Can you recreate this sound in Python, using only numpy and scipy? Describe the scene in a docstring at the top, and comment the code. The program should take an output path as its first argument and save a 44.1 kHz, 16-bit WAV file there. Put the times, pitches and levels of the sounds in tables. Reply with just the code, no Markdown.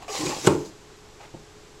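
"""In a small hallway, a cat squeezes through a plastic flap in the back door.
Random slips make the flap hiss over its fur, gliding tones make it creak, and soft pushes shake the door.
The flap slams and rattles: each blow mixes noise bursts with the ringing of the door and the flap's rim.
A short squeaky scuff and a soft paw fall follow. Wavering tones make a faint appliance hum under hiss."""
import sys
import numpy as np
from scipy import signal
from scipy.fft import rfft, irfft
from scipy.io import wavfile
from scipy.ndimage import uniform_filter1d, map_coordinates

SR = 44100
rng = np.random.default_rng(int(sys.argv[2]) if len(sys.argv) > 2 else 0)


def int16_out(signal):
    """Quantize to a 16-bit WAV file."""
    q = np.round(np.clip(np.atleast_2d(signal).T, -1, 1) * 32767)
    wavfile.write(sys.argv[1], SR, q.astype(np.int16))


N = 79380  # length in samples: 1.8 s


def amp(db):
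    """Turn decibels into gain."""
    return 10 ** (np.asarray(db) / 20)


def unit(x):
    """Scale x to an rms of 1."""
    return x / np.sqrt(np.mean(x ** 2) + 1e-20)


def clock():
    """The time of every sample, in seconds."""
    return np.arange(N) / SR


def bins():
    """The frequencies of a spectrum of 2 * N samples, in Hz."""
    return np.fft.rfftfreq(2 * N, 1 / SR)


def along(points, hz):
    """Join (f/Hz, value) points by straight lines on a log frequency axis."""
    f, v = np.transpose(points)
    return np.interp(np.log(hz + 1), np.log(f + 1), v)


RELEASE_DB_PER_S = 907  # how steeply a layer fades before its first point and after its last


def level(rows):
    """Gain that follows (t/s, level/dB) points and fades quickly outside them."""
    s, db = np.transpose(rows)
    t = clock()
    seconds_outside = np.abs(t - np.clip(t, s[0], s[-1]))
    return amp(np.interp(t, s, db) - RELEASE_DB_PER_S * seconds_outside)


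def wobble(rate):
    """A smooth random curve with `rate` random points a second."""
    knots = rng.standard_normal(int(N * rate / SR) + 4)
    return map_coordinates(knots, [clock() * rate])


def coloured(x, points):
    """Filter x by (f/Hz, level/dB) points, without pre-echo, keeping the power of white noise."""
    gain = unit(amp(along(points, bins())))
    # folding the cepstrum forward in time makes the filter respond only after its input
    cepstrum = irfft(np.log(gain))
    cepstrum[1:N] *= 2
    cepstrum[N + 1:] = 0
    return irfft(rfft(x, 2 * N) * np.exp(rfft(cepstrum)))[:N]


def fade(t, t60):
    """Exponential decay that drops 60 dB in t60 seconds."""
    return np.exp(-np.log(1000) * t / np.maximum(t60, 1e-3))


def at(s, x):
    """Delay x so that it starts at s seconds."""
    return np.pad(x, (max(round(s * SR), 0), 0))[:N]


def ring(modes, attack_s):
    """A struck body rings as a sum of dying sines, with a softened start."""
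    t = clock()
    sines = sum(amp(db) * fade(t, t60) * np.sin(2 * np.pi * hz * t) for hz, db, t60 in modes)
    return sines * (1 - np.exp(-t / attack_s))


def tone(hz, waver, rate):
    """A sine of rms 1 whose pitch wavers at random."""
    unsteady_hz = hz * (1 + waver * wobble(rate))
    return np.sqrt(2) * np.sin(2 * np.pi * np.cumsum(unsteady_hz) / SR)


PATCHY_DB = 2.5  # how unevenly the rubbing lights up the resonances


def friction(colour, slips_per_s, smooth):
    """Rubbing is tiny random slips over a smooth hiss, patchy in time and pitch, coloured by the body."""
    slips = (rng.random(N) < slips_per_s / SR) * rng.standard_normal(N)
    z = signal.stft(unit(slips) + smooth * rng.standard_normal(N), nperseg=512)[2]
    patches = uniform_filter1d(rng.standard_normal(z.shape), size=4, axis=0)
    patches = uniform_filter1d(patches, size=7, axis=1)
    rub = signal.istft(z * amp(PATCHY_DB * unit(patches)), nperseg=512)[1][:N]
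    return unit(coloured(rub, colour))


# the flap's contacts with its frame: t/s, direction (1 closing, -1 rebounding),
# door ring level/dB, knock level/dB (the noise part also takes RATTLE_DB), click level/dB
BLOWS = [ (.4484, 1, -30.5, -33, -40), (.455, 1, -38.5, -29, -33), (0.466, 1, -55, -42, -25),
         (.4699, -1, -32.5, -21, -24), (.4727, 1, -22, -7, -13.5), (.4767, -1, -15.5, -10.5, -36),
         (.5224, 1, -34, -28, -49), (.5334, -1, -37, -25.5, -47), (.5507, -1, -28, -30, -49), ]
# ringing of the door panel: f/Hz, relative level/dB, t60/s
DOOR = [(85, -16, .32), (148, -11.5, .39), (198, -8.5, .37), (285, -4.5, .32), (317, -1.5, .15),
        (341, -2, .3), (360, 9.5, .07), (378.5, -4, .3), (429.5, -4.3, .38), (539, -12, .31), (585, 6, .04),
        (770, -22, .25), (835, -16, .2), (902, -19, .36)]
# ringing of the flap's hard rim and catch: f/Hz, level/dB before RIM_DB, t60/s
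RIM = [(1522, 6.5, 0.049), (2670, -23, 0.2), (2875, 4, 0.025), (7370, -9, 0.16), (8000, -22, 0.045),
       (8700, -15, 0.17)]
# tone colour of the hollow frame's knock: f/Hz, relative level/dB
KNOCK_COLOUR = [(30, -21), (55, -6.5), (90, 0.5), (150, 1), (195, 0), (245, -4.5), (320, 6), (430, 4.5),
                (500, -2.5), (590, -3), (700, -7.5), (850, -8.5), (1100, -8), (1600, -14), (2200, -19),
                (3000, -19.5), (6000, -29.5), (12000, -72)]
# tone colour of the rim's click: f/Hz, relative level/dB
CLICK_COLOUR = [(500, 8.5), (1500, -10), (2900, -1), (4300, 1.5), (5400, -21), (6700, 3), (7350, 6),
                (7800, 4.5), (8500, -3), (9400, -33), (11200, -4), (13500, -27), (15200, -14)]
KNOCK_T60, CLICK_T60 = 0.042, 0.03  # s
RATTLE_DB, RIM_DB = -1, -11  # the frame's noisy knock; the rim's ring within the click
PUSH_S, PUSH_DB = .0011, 2.5  # the flap's shove of air: width, and level relative to the knock
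CLICK_LEAD_S = .0014  # the rim touches just before the whole flap lands
HALL_KNOCK_DB, HALL_CLICK_DB = -4.5, -15  # reverb on each


def flap_slam():
    """Each contact clicks the rim, knocks the frame and rings the door; rebounds push the other way."""
    t = clock()
    door = ring(DOOR, attack_s=0.0031)
    rim = amp(RIM_DB) * ring(RIM, attack_s=0.00023)
    push = amp(PUSH_DB) * shove(PUSH_S)
    out = np.zeros(N)
    for s, direction, door_db, knock_db, click_db in BLOWS:
        knock = coloured(rng.standard_normal(N) * fade(t, KNOCK_T60), KNOCK_COLOUR)
        click = coloured(rng.standard_normal(N) * fade(t, CLICK_T60), CLICK_COLOUR) + rim
        panel = -np.sign(direction) * (amp(door_db) * door + amp(knock_db) * push)
        out += at(s, panel + amp(knock_db + RATTLE_DB) * hallway(knock, HALL_KNOCK_DB))
        out += at(s - CLICK_LEAD_S, amp(click_db) * hallway(click, HALL_CLICK_DB))
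    return out


PUSH_LOW_HZ = 125  # pitches below this are weakened


def shove(width_s):
    """A flat panel pushes the air once: a short swing under a bell curve, with the deep bass removed."""
    u = clock() / (2 * width_s)
    pulse = np.sin(np.pi * u) * np.exp(-u ** 2)
    highpass = signal.butter(2, PUSH_LOW_HZ, 'highpass', fs=SR, output='sos')
    return signal.sosfilt(highpass, pulse)


# hiss of the flap dragging over the cat's fur: t/s, level/dB before FUR_DB
FUR = [(0, -66), (.03, -48), (.052, -71), (.079, -53), (.083, -44), (.13, -34.5), (.166, -30.5), (.21, -31),
       (.24, -35.5), (.265, -31.5), (.35, -37), (.42, -36), (.462, -30.5), (.47, -28)]
# fur still brushing the frame after the slam: t/s, level/dB
RUSTLE = [(.5, -40.5), (.58, -51.5), (.615, -47), (.64, -55), (.662, -46), (.695, -57), (.725, -71)]
# scrape of the plastic: t/s, level/dB before SCRAPE_DB
SCRAPE = [(0, -57), (.028, -40), (.05, -49.5), (.0785, -58), (.0815, -33.5), (.108, -39), (.135, -44.5),
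          (.155, -33.5), (.24, -40), (.268, -31), (.33, -37), (.425, -49), (.452, -34), (.468, -30)]
# low rumble of the door: t/s, level/dB before SHUDDER_DB
SHUDDER = [(.0, -56.5), (.13, -57), (.175, -45), (.2, -36), (.24, -30), (.268, -29), (.3, -28), (.34, -39),
           (.37, -45.5), (.41, -51.5), (.44, -36.5)]
# tone colours of fur, scrape and rumble: f/Hz, relative level/dB
FUR_COLOUR = [(600, -36), (1500, -6.5), (2400, 0), (3100, -2.5), (5000, 2), (7400, 2), (8300, -4.5),
              (9200, -11.5), (11800, -11), (13200, -24), (15500, -21.5)]
SCRAPE_COLOUR = [(250, -34), (520, 0), (640, -6), (820, 1), (960, -6), (1100, -3), (1400, -17), (2600, -11),
                 (5000, -21.5), (9000, -48)]
SHUDDER_COLOUR = [(30, -25), (80, -10), (150, 0.5), (240, -5.5), (310, 3.5), (360, -1.5), (430, -7),
                  (520, -9), (900, -72.5)]
FUR_DB, SCRAPE_DB, SHUDDER_DB = -2, 0, -1.5
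HALL_SOFT_DB = -9.5  # reverb on the soft sounds: the drag and the steps


def flap_drag():
    """The flap rides over the cat's back: friction of fur and plastic, creaks, and a shuddering door."""
    fur_level = amp(FUR_DB) * level(FUR) + level(RUSTLE)
    fur = fur_level * friction(FUR_COLOUR, slips_per_s=3200, smooth=1.3)
    scrape = amp(SCRAPE_DB) * level(SCRAPE) * friction(SCRAPE_COLOUR, slips_per_s=660, smooth=0.72)
    shudder = amp(SHUDDER_DB) * level(SHUDDER) * friction(SHUDDER_COLOUR, slips_per_s=600, smooth=1.07)
    return hallway(fur + scrape + shudder + creaks() + bumps(), HALL_SOFT_DB)


# squeaks of the flap as it is pushed up: start t/s, length/s, first f/Hz, last f/Hz,
# level/dB, pitch waver (fraction of f)
CREAK = [(0.0803, 0.012, 720, 695, -41, 0.13), (0.0804, 0.019, 2400, 2760, -41, 0.07),
         (0.092, 0.037, 433, 415, -35.5, .012), (0.11, 0.076, 796, 773, -39.5, 0.02),
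         (0.091, 0.02, 1126, 1165, -44, 0.04), (0.118, 0.053, 1175, 1139, -42, 0.03),
         (0.117, 0.029, 2060, 2190, -51, .01), (0.152, .022, 2610, 2540, -48, 0),
         (0.192, 0.051, 300, 320, -33.5, 0), (0.215, 0.023, 1032, 1047, -35.5, 0),
         (0.249, 0.03, 397.8, 336, -28.5, .06), (0.259, 0.025, 2500, 2380, -44, .05),
         (0.313, 0.013, 2845, 2690, -46, 0.1), (0.313, .024, 1796, 1860, -42.5, 0.04),
         (0.326, 0.017, 815, 852, -34, .008)]


def creaks():
    """Plastic sticks and slips: short gliding squeaks, some clean, some raspy."""
    out = np.zeros(N)
    for s, length, start_hz, end_hz, db, waver in CREAK:
        progress = np.clip((clock() - s) / length, 0, 1)
        swell = np.sqrt(np.abs(np.sin(np.pi * progress)))
        hz = start_hz + (end_hz - start_hz) * progress
        out += amp(db) * swell * tone(hz, waver, rate=500)
    return out


# nudges of the cat's body against the door: t/s, level/dB
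BUMPS = [(0.141, -39), (0.192, -28), (0.236, -24), (0.268, -33.5), (.288, -28), (.31, -35.5), (.35, -40)]
BUMP_S, BUMP_RING_DB, BUMP_T60 = 0.0021, -12, .2  # push width/s, door ring level, extra damping t60/s


def bumps():
    """The cat's body nudges the door softly and damps its ring."""
    damped_ring = ring(DOOR, attack_s=.004) * fade(clock(), BUMP_T60)
    thud = shove(BUMP_S) + amp(BUMP_RING_DB) * damped_ring
    return sum(at(s, amp(db) * thud) for s, db in BUMPS)


# the scuff as the cat steps off the mat: t/s, level/dB
SCUFF = [(1.202, -54), (1.209, -44), (1.222, -48.5), (1.238, -47), (1.257, -45), (1.272, -60)]
# tone colour of the scuff: f/Hz, relative level/dB
SCUFF_COLOUR = [(200, -46), (520, -3), (700, 1), (840, 3), (1000, -4), (1300, -2), (1800, -10),
                (2150, -6.5), (3500, -15), (7000, -20.5), (11000, -38)]
# ringing of the floor under the paw: f/Hz, level/dB before PAW_DB, t60/s
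FLOOR = [(125, -10, .16), (155, -7, .17), (225, -6, .1), (333, 2, .08), (440, -5, .05), (515, -2.5, .05),
         (665, -4.5, .05), (790, -11, .08), (890, -11, .08)]
SQUEAK_HZ, SQUEAK_RISE_HZ_PER_S = 760, 2360  # pitch at the start of the scuff, and its climb
SQUEAK_DB, SQUEAK_WAVER = -4.5, 0.0374  # level relative to the rub; pitch waver as a fraction
PAW_S, PAW_DB, PAW_ATTACK_S = 1.3405, -30, .0026


def steps():
    """A brief rub with a rising squeak, then one padded paw that makes the floor ring."""
    rub = friction(SCUFF_COLOUR, slips_per_s=900, smooth=1.0)
    hz = SQUEAK_HZ + SQUEAK_RISE_HZ_PER_S * np.maximum(clock() - SCUFF[0][0], 0)
    squeak = amp(SQUEAK_DB) * tone(hz, SQUEAK_WAVER, rate=150)
    scuff = level(SCUFF) * (rub + squeak)
    paw = at(PAW_S, -amp(PAW_DB) * ring(FLOOR, PAW_ATTACK_S))
    return hallway(scuff + paw, HALL_SOFT_DB)


# the appliance's tones: middle f/Hz, middle level/dB
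HUM = [(145.3, -72), (333.8, -67.5), (421, -58.5), (823.6, -71)]
# tone colour of the microphone hiss: f/Hz, relative level/dB per Hz
HISS = [(12, -1.5), (25, 1), (50, -2.5), (70, -9), (105, -3), (190, -10), (230, -12.5), (325, -6.5),
        (420, -7), (490, -12), (800, -14), (1100, -14.5), (1640, -18), (3500, -20.5), (7800, -22),
        (9000, -34), (12000, -35), (13200, -45), (15700, -53)]
HUM_WAVER, HUM_FLUTTER_DB = 0.0063, 1  # pitch waver as a fraction; unsteadiness of the level
HISS_DB = -49.5


def room_tone():
    """A distant appliance hums, wavering in pitch and level, under steady filtered noise."""
    hum = np.zeros(N)
    for hz, db in HUM:
        unsteady_gain = amp(db + HUM_FLUTTER_DB * wobble(12.27))
        hum += unsteady_gain * tone(hz, HUM_WAVER, rate=13.83)
    hiss = unit(coloured(rng.standard_normal(N), HISS))
    return hum + amp(HISS_DB) * hiss


# how long the hallway echoes: f/Hz, t60/s
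HALL = [(100, 0.5), (400, 0.46), (1500, 0.32), (4000, 0.26), (10000, 0.41)]
HALL_BUILD_S = 0.0088  # how gradually the reverb swells in


def hallway(x, wet_db):
    """Add reverb: a fresh noise tail that swells in, then dies away at its own pace in each band."""
    noise = rng.standard_normal(SR * 3 // 4)
    hz, t, z = signal.stft(noise, SR, nperseg=256)
    tail = signal.istft(z * fade(t, along(HALL, hz)[:, None]), SR, nperseg=256)[1]
    tail = tail * (1 - np.exp(-(clock()[:len(tail)] / HALL_BUILD_S) ** 2))
    return x + amp(wet_db) * signal.fftconvolve(x, tail / np.linalg.norm(tail))[:N]


# stereo width of the flap: f/Hz, side level/dB relative to the middle
WIDTH = [(100, -54), (500, -43), (2000, -19.5), (7000, -19), (12000, -13)]
BALANCE_DB = 0.08  # the flap's right channel is raised and its left lowered by this much


def scene():
    """A short random filter gives the flap a faint stereo side, mostly in the treble; the rest is mono."""
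    flap = flap_drag() + flap_slam()
    scatter = rng.standard_normal(SR // 100)  # 10 ms of random noise
    spread = rfft(scatter / np.linalg.norm(scatter), 2 * N) * amp(along(WIDTH, bins()))
    side = irfft(rfft(flap, 2 * N) * spread)[:N]
    left = (flap - side) * amp(-BALANCE_DB)
    right = (flap + side) * amp(BALANCE_DB)
    return np.array([left, right]) + steps() + room_tone()


TOP_HZ = 15800


def record(dry):
    """Round off the tallest peaks smoothly and keep only what lies below TOP_HZ."""
    limited = dry / (1 + np.abs(dry / .92) ** 8) ** (1 / 8)
    return irfft(rfft(limited, 2 * N) * (bins() < TOP_HZ))[:, :N]


dry = scene()
out = record(dry)
int16_out(out)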